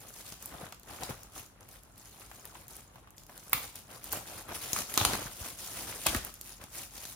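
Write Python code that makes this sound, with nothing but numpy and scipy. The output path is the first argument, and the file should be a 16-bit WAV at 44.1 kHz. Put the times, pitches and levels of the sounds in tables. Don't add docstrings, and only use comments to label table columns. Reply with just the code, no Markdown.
import sys
import numpy as np
from scipy import signal
from scipy.fft import rfft, irfft, next_fast_len
from scipy.io import wavfile
from scipy.ndimage import uniform_filter1d, map_coordinates

SR = 44100
rng = np.random.default_rng(int(sys.argv[2]) if len(sys.argv) > 2 else 0)


def materialize(psi):
    bounded = np.clip(np.atleast_2d(psi).T, -1, 1)
    quanta = np.round(bounded * 32767).astype(np.int16)
    wavfile.write(sys.argv[1], SR, quanta)


N = 315315
TIME = np.arange(N) / SR


def amp(db):
    return 10 ** (np.asarray(db) / 20)


def unit(x):
    return x / np.sqrt(np.mean(x ** 2) + 1e-20)


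def along(points, hz):
    freqs_hz, values = np.transpose(points)
    return np.interp(np.log(hz + 1), np.log(freqs_hz + 1), values)


def fade(t, t60_s):
    return np.exp(-np.log(1000) * t / t60_s)


def wobble(knots_per_s):
    return map_coordinates(rng.standard_normal(int(N * knots_per_s / SR) + 4), [TIME * knots_per_s])


def noise(samples=N):
    return rng.standard_normal((2, samples))


def filtered(x, response):
    size = x.shape[-1]
    padded = next_fast_len(size + SR // 8)
    return irfft(rfft(x, padded) * response(np.fft.rfftfreq(padded, 1 / SR)), padded)[..., :size]


def add(track, start_s, sound):
    part = track[:, max(round(start_s * SR), 0):][:, :sound.shape[-1]]
    part += sound[:, :part.shape[-1]]


# freq_hz, side_over_mid_db
STEREO_WIDTH = [(60, -17), (200, -16), (400, -6), (1200, -2.5), (2400, 1.5), (5000, 4), (8000, 12),
                (11000, -5), (15000, 3.5)]


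def voiced(pair, spectrum, width_db=0):
    def response(hz):
        width = amp(along(STEREO_WIDTH, hz) + width_db)
        return amp(along(spectrum, hz)) * [np.ones_like(hz), width] / np.hypot(1, width)
    mid, side = filtered(pair, response)
    return unit(np.array([mid + side, mid - side]))


def buckles(per_s, spread_db, t60_s, bed):
    struck = rng.random(N) < per_s / SR
    sizes = amp(spread_db * np.clip(rng.standard_normal(N), -2, 2))
    energy = np.abs(signal.fftconvolve(struck * sizes ** 2, fade(TIME[:SR // 20], t60_s) ** 2)[:N])
    supply = np.abs(uniform_filter1d(energy, size=3000)) + 0.34 * energy.mean()
    return np.sqrt(energy / supply + bed)


def facets(pair, depth_db):
    spectra = signal.stft(pair, nperseg=256)[2]
    patches = uniform_filter1d(rng.standard_normal(spectra.shape[1:]), size=7, axis=0)
    patches = unit(uniform_filter1d(patches, size=7, axis=1))
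    return unit(signal.istft(spectra * amp(depth_db * patches), nperseg=256)[1][:, :N])


# freq_hz, level_db
FOIL_SPECTRUM = [(600, -8), (1500, -7.5), (2500, -3), (4000, -3), (5000, -2.5), (6300, -1.5), (8200, -3),
                 (10300, 0.5), (12500, -6), (14400, -1), (16000, -12.5)]


def crinkle(level_db):
    per_s = 800 * amp(0.35 * (np.minimum(level_db, -30) + 46.5))
    sheet = facets(buckles(per_s, spread_db=-1, t60_s=0.014, bed=0.17) * noise(), depth_db=2)
    rustle = voiced(sheet, FOIL_SPECTRUM, width_db=-6)
    creases = facets(buckles(75, spread_db=5, t60_s=0.0097, bed=0) * noise(), depth_db=4)
    tick_spectrum = [(1200, -16), (3500, -4.5), (7000, 17.5), (11000, 2), (16000, -6)]
    ticks = voiced(creases, tick_spectrum, width_db=-9.5)
    tick_db = -6.5 - 0.26 * (level_db + 61)
    clumps_db = 0.66 * wobble(55)
    return amp(level_db + clumps_db - 1) * (rustle + amp(tick_db) * ticks)


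# freq_hz, level_db
SCUFF_SPECTRUM = [(80, -22.5), (160, -2), (280, -0.5), (450, -2), (720, 1.5), (1000, -0.5), (1350, -1.5),
                  (1800, -6), (2400, -9), (4000, -16), (8000, -62)]


def scuff(level_db, count=3200):
    t = TIME[:SR // 60]
    start, pitch, *phases = rng.random((4, count, 1))
    hz = 250 * 20 ** pitch
    size = amp(5.5 * np.clip(rng.standard_normal((count, 1)), -2, 2))
    envelope = size * fade(t, 22 / hz) * (1 - t / t[-1]) * hz
    indices = ((start * N).astype(int) + np.arange(len(t))).ravel()
    rings = [envelope * np.sin(2 * np.pi * (hz * t + phase)) for phase in phases]
    slips = np.array([np.bincount(indices, ring.ravel(), N)[:N] for ring in rings])
    rub = buckles(200, spread_db=5.5, t60_s=0.011, bed=1) * noise()
    return amp(level_db + 1) * voiced(unit(slips) + 2.26 * unit(rub), SCUFF_SPECTRUM, width_db=-2)


# freq_hz, level_db
HEAVE_SPECTRUM = [(20, -38), (35, -5), (55, 0), (125, -3), (200, -10.5), (300, -10.5), (600, -13),
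                  (1200, -96)]


def heave(scuff_db):
    return amp(-56 + 0.95 * (scuff_db + 50.5)) * voiced(noise(), HEAVE_SPECTRUM)


def effort(start_s, length_s, levels_db, release_s, hold_db):
    t = np.linspace(0, N / SR, N // 64)
    swell = fade(np.maximum(start_s + 0.014 - t, 0), t60_s=0.1 + 0.82 * length_s)
    settle = fade(np.maximum(t - start_s - length_s, 0), release_s)
    power = np.sum((amp(levels_db) * swell * settle) ** 2, axis=0) + amp(hold_db) ** 2
    return np.interp(TIME, t, 10 * np.log10(power))


# start_s, length_s, foil_db, box_db
HAND_STROKES = [ (0.0, 0.098, -53.5, -59), (0.137, 0.069, -49.5, -62), (0.257, 0.067, -47, -58),
                (0.398, 0.088, -51, -58), (0.508, 0.16, -54.5, -50.5), (0.876, 0.083, -49.5, -49.5),
                (0.998, .05, -45.5, -46.5), (1.085, 0.019, -49, -43.5), (1.16, 0.085, -57.5, -61.5),
                (1.336, 0.064, -47.5, -56), (1.6, 0.019, -63, -59.5), (1.679, 0.08, -55, -62),
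                (1.82, 0.031, -65, -76), (1.987, 0.41, -56, -65), (2.433, .18, -57, -59.5),
                (2.689, 0.11, -52.5, -59), (2.92, 0.074, -66.5, -64.5), (3.18, 0.014, -58, -67),
                (3.283, 0.076, -58.5, -61), (3.37, 0.2, -56.5, -62), (3.524, 0.12, -44, -50.5),
                (3.749, 0.017, -46.5, -55.5), (3.894, 0.068, -52, -55), (4.032, 0.088, -48.5, -55),
                (4.117, 0.062, -42.5, -44), (4.266, 0.13, -46.5, -51), (4.472, 0.046, -53, -47),
                (4.538, 0.026, -39.5, -50), (4.604, 0.16, -41.5, -52), (4.755, 0.054, -38, -44),
                (4.884, 0.11, -42.5, -50), (4.986, .17, -37.5, -38), (5.156, 0.12, -45, -45.5),
                (5.31, 0.098, -48, -61), (5.395, .11, -43.5, -52.5), (5.578, 0.19, -45, -57.5),
                (5.762, 0.2, -42.5, -49), (5.991, 0.093, -42, -57), (6.059, .11, -40.5, -42.5),
                (6.235, 0.044, -48, -52), (6.332, .03, -55, -68), (6.436, 0.09, -49, -61),
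                (6.597, 0.046, -55.5, -56), (6.733, 0.092, -43, -54.5), (6.936, 0.19, -47.5, -60.5)]


def handling():
    start_s, length_s, foil_db, box_db = np.transpose(HAND_STROKES)[:, :, None]
    grip_db = wobble(30)
    crinkle_db = effort(start_s, length_s, foil_db, release_s=0.3, hold_db=-82.5) + grip_db
    scuff_db = effort(start_s, length_s, box_db, release_s=0.22, hold_db=-67) + grip_db
    return crinkle(crinkle_db) + scuff(scuff_db) + heave(scuff_db)


# freq_hz, t60_s
WALL_DECAY = [(200, 0.3), (530, 0.33), (1400, 0.39), (3700, 0.46), (10000, 0.33), (16000, 0.4)]


def room(x):
    hz, t, spectra = signal.stft(noise(SR * 2 // 3), SR, nperseg=256)
    tail = signal.istft(spectra * fade(t, along(WALL_DECAY, hz)[:, None]), SR, nperseg=256)[1]
    tail = voiced(tail, [(50, 5.5), (300, -5), (3000, 3), (6200, 5), (8200, 4), (10400, 1), (16000, 1.5)])
    tail *= np.clip(TIME[:tail.shape[1]] / 0.0044, 0, 1) ** 2
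    return signal.fftconvolve(x, tail / np.linalg.norm(tail[0]), axes=1)[:, :N]


# freq_hz, level_db
BACKGROUND_SPECTRUM = [(22, -43), (36, -7), (49, 13.5), (65, -4), (100, 2.5), (160, -2.5), (450, -14),
                       (1070, -16), (2500, -30), (5000, -28), (10400, -23), (16000, -42)]


def background():
    return amp(-60) * voiced(noise(), BACKGROUND_SPECTRUM, width_db=4.5)


# freq_hz, level_db
CRACK_SPECTRUM = [(300, 9.5), (1200, -3), (3500, 3.5), (7000, 9.5), (8500, 4), (10300, 9), (12500, 1),
                  (14500, 8), (16000, -20)]
# start_s, level_db, tilt_db_per_octave
FOLD_SNAPS = [(0.2647, -46, -8), (0.323, -35.5, -3), (0.4256, -36, 7), (0.4582, -30, 14),
              (0.7241, -38.5, -5.5), (1.0344, -29, -2.5), (1.2334, -40, 7), (1.3972, -40, 14),
              (1.6078, -48, 4), (1.6888, -44, 12), (1.9795, -44, 10), (2.208, -46.5, -11),
              (2.4541, -35, 10), (2.682, -39, 9), (2.7667, -37.5, 9), (3.1667, -54, 11), (3.1813, -42, 1),
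              (3.3775, -39.5, -0.5), (3.4964, -38, 16), (3.7565, -36.5, 4), (3.5319, -14, 17),
              (4.0428, -32.5, 10), (4.1256, -23, 16), (4.1301, -25.5, 9), (4.7319, -19, 2),
              (4.7888, -25, -1), (4.9404, -26, 2.5), (4.9762, -15, -1), (5.0507, -16.5, 2.5),
              (5.134, -24.5, -6.5), (6.0665, -16, 0.5), (6.147, -27, 2), (6.163, -29, 2), (6.249, -29, 13),
              (6.3406, -38, 5.5), (6.4124, -32.5, 7), (6.6396, -36.5, -.5), (6.9797, -38.5, -5),
              (7.0532, -34, -2)]


def snaps(folds):
    out, t = np.zeros((2, N)), TIME[:SR // 16]
    for start_s, level_db, tilt in folds:
        t60_s = 0.012 * 0.5 ** (tilt / 25)
        run_s = 0.0011 * amp(level_db + 9)
        run = fade(np.maximum(t - run_s, 0), t60_s)
        spike = 0.5 * fade(t, 0.0041)
        shiver = 0.04 * fade(t, 0.061)
        envelope = run + spike + shiver
        spectrum = [(hz, db + tilt * np.log2(max(hz, 3000) / 3000)) for hz, db in CRACK_SPECTRUM]
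        crack = voiced(noise(len(t)), spectrum, width_db=-11) * envelope
        add(out, start_s, amp(level_db + 2) * crack * np.linalg.norm(envelope) / np.linalg.norm(crack))
    return out


def small_folds(per_s=6):
    draws = rng.random((round(per_s * N / SR), 3))
    return snaps([(when * N / SR, -48 + 2 * size, 12 * tightness) for when, size, tightness in draws])


def panel(pitch_hz, count=7):
    t = TIME[:SR // 8]
    offset = np.linspace(-1, 1, count)[:, None]
    modes_hz = pitch_hz * np.exp(0.3 * offset + 0.024 * rng.standard_normal((count, 1)))
    weights = np.exp(-2 * offset ** 2)
    phase = 2 * np.pi * (modes_hz * t + rng.random((count, 1)))
    skew_rad = 0.077 * rng.standard_normal((count, 1))
    ring = np.array([(weights * np.sin(phase + side * skew_rad)).sum(0) for side in (1, -1)])
    envelope = fade(t, 0.024 * (1000 / pitch_hz) ** 0.5) * (1 - np.exp(-t / 0.000051))
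    return ring * envelope * np.linalg.norm(envelope) / np.linalg.norm(ring * envelope)


# start_s, level_db, pitch_hz
PANEL_KNOCKS = [(0.540, -38, 513), (0.611, -38, 523), (0.725, -40, 1070), (1.025, -34, 567),
                (1.093, -31.5, 565), (1.099, -33, 208), (2.217, -43.5, 1170), (2.314, -41, 980),
                (2.553, -40.5, 1130), (2.957, -44, 710), (3.073, -50.5, 1097), (3.295, -44, 710),
                (3.905, -52, 880), (4.133, -30, 962), (4.491, -33, 1119), (4.519, -33.5, 950),
                (4.763, -24.5, 1164), (5.009, -20, 790), (5.136, -26.5, 1470), (5.925, -35, 1520),
                (6.062, -19, 790), (6.148, -20, 1490), (6.149, -24.5, 233), (6.613, -43, 1300)]
# start_s, level_db, main_mode_hz, upper_mode_hz
BOX_RECOILS = [(3.531, -16, 1220, 2330), (4.9756, -18, 1220, 3722), (5.0502, -16.5, 1026, 3350),
               (6.0665, -19, 935, 2220)]


def knocks(upper_boost_db=1.5):
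    out, t = np.zeros((2, N)), TIME[:SR // 16]
    blows = list(PANEL_KNOCKS)
    for start_s, level_db, main_mode_hz, upper_mode_hz in BOX_RECOILS:
        blows += [(start_s, level_db, main_mode_hz), (start_s, level_db + upper_boost_db, upper_mode_hz)]
    for start_s, level_db, hz in blows:
        spectrum = [(hz / 5, -28), (hz / 2, -10), (hz, 0), (hz * 1.65, -4), (hz * 6, -20)]
        click = voiced(noise(len(t)), spectrum, width_db=-0.5) * fade(t, 0.045)
        click_db = -5.5 - 0.25 * (level_db + 33)
        add(out, start_s, amp(level_db + click_db) * click)
        add(out, start_s, amp(level_db - 3) * panel(hz))
    return out


# start_s, level_db, pitch_hz
BOX_BUMPS = [(0.549, -43, 151), (0.631, -35, 156), (1.031, -39, 151), (1.102, -30, 130), (3.546, -35, 119),
             (4.789, -46, 100), (5.014, -25, 91), (5.06, -27, 79.6), (5.185, -38, 143), (5.256, -33, 150),
             (5.41, -35, 70), (6.082, -31.5, 62), (6.159, -27, 68)]


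def bumps():
    out, t = np.zeros((2, N)), TIME[:SR // 4]
    for start_s, level_db, pitch_hz in BOX_BUMPS:
        envelope = fade(t, 4 / pitch_hz) * (1 - np.exp(-t / 0.0016))
        add(out, start_s, amp(level_db + 4.5) * np.sin(2 * np.pi * pitch_hz * t)[None] * envelope)
    return out


# start_s, level_db, length_s, resonance_hz
TAPE_RIPS = [(4.113, -41, 0.051, 7050), (4.979, -33, 0.077, 3770), (6.055, -32.5, 0.053, 3680)]


def rips():
    out = np.zeros((2, N))
    slips = buckles(500, spread_db=3, t60_s=0.005, bed=0.1)
    for start_s, level_db, length_s, hz in TAPE_RIPS:
        progress = np.linspace(0, 1, int(length_s * SR))
        chain = slips[round(start_s * SR):][:len(progress)] * noise(len(progress))
        spectrum = [(hz / 4, -16), (hz / 1.6, -7), (hz, 0), (hz * 1.28, -8), (hz * 4, -16)]
        envelope = np.minimum(progress * 20, 1) * np.sqrt(1 - progress)
        add(out, start_s, amp(level_db) * voiced(chain, spectrum, width_db=-6) * envelope)
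    return out


def lean_left(hz):
    lean_db = along([(100, 2.7), (500, 2.3), (1000, 0.19), (2200, 0.4), (4500, 2.8), (9000, 0.24)], hz)
    lead_rad = along([(200, 0), (1200, 0.19), (3000, 1), (9000, 0)], hz)
    sides = np.array([[0.5], [-0.5]])
    return amp(sides * lean_db) * np.exp(1j * sides * lead_rad)


def scene():
    rustling = handling() + rips() + bumps()
    blows = snaps(FOLD_SNAPS) + knocks() + small_folds()
    reverb = room(amp(-9.5) * rustling + amp(-6) * blows)
    return filtered(rustling + blows + reverb, lean_left) + background()


def record(dry):
    low_hz, top_hz = 37, 16100
    thinned = signal.sosfilt(signal.butter(4, low_hz, "highpass", fs=SR, output="sos"), dry)
    return filtered(thinned, lambda hz: np.clip((top_hz - hz) / 300 + 0.5, 0, 1))


dry = scene()
out = record(dry)
materialize(out)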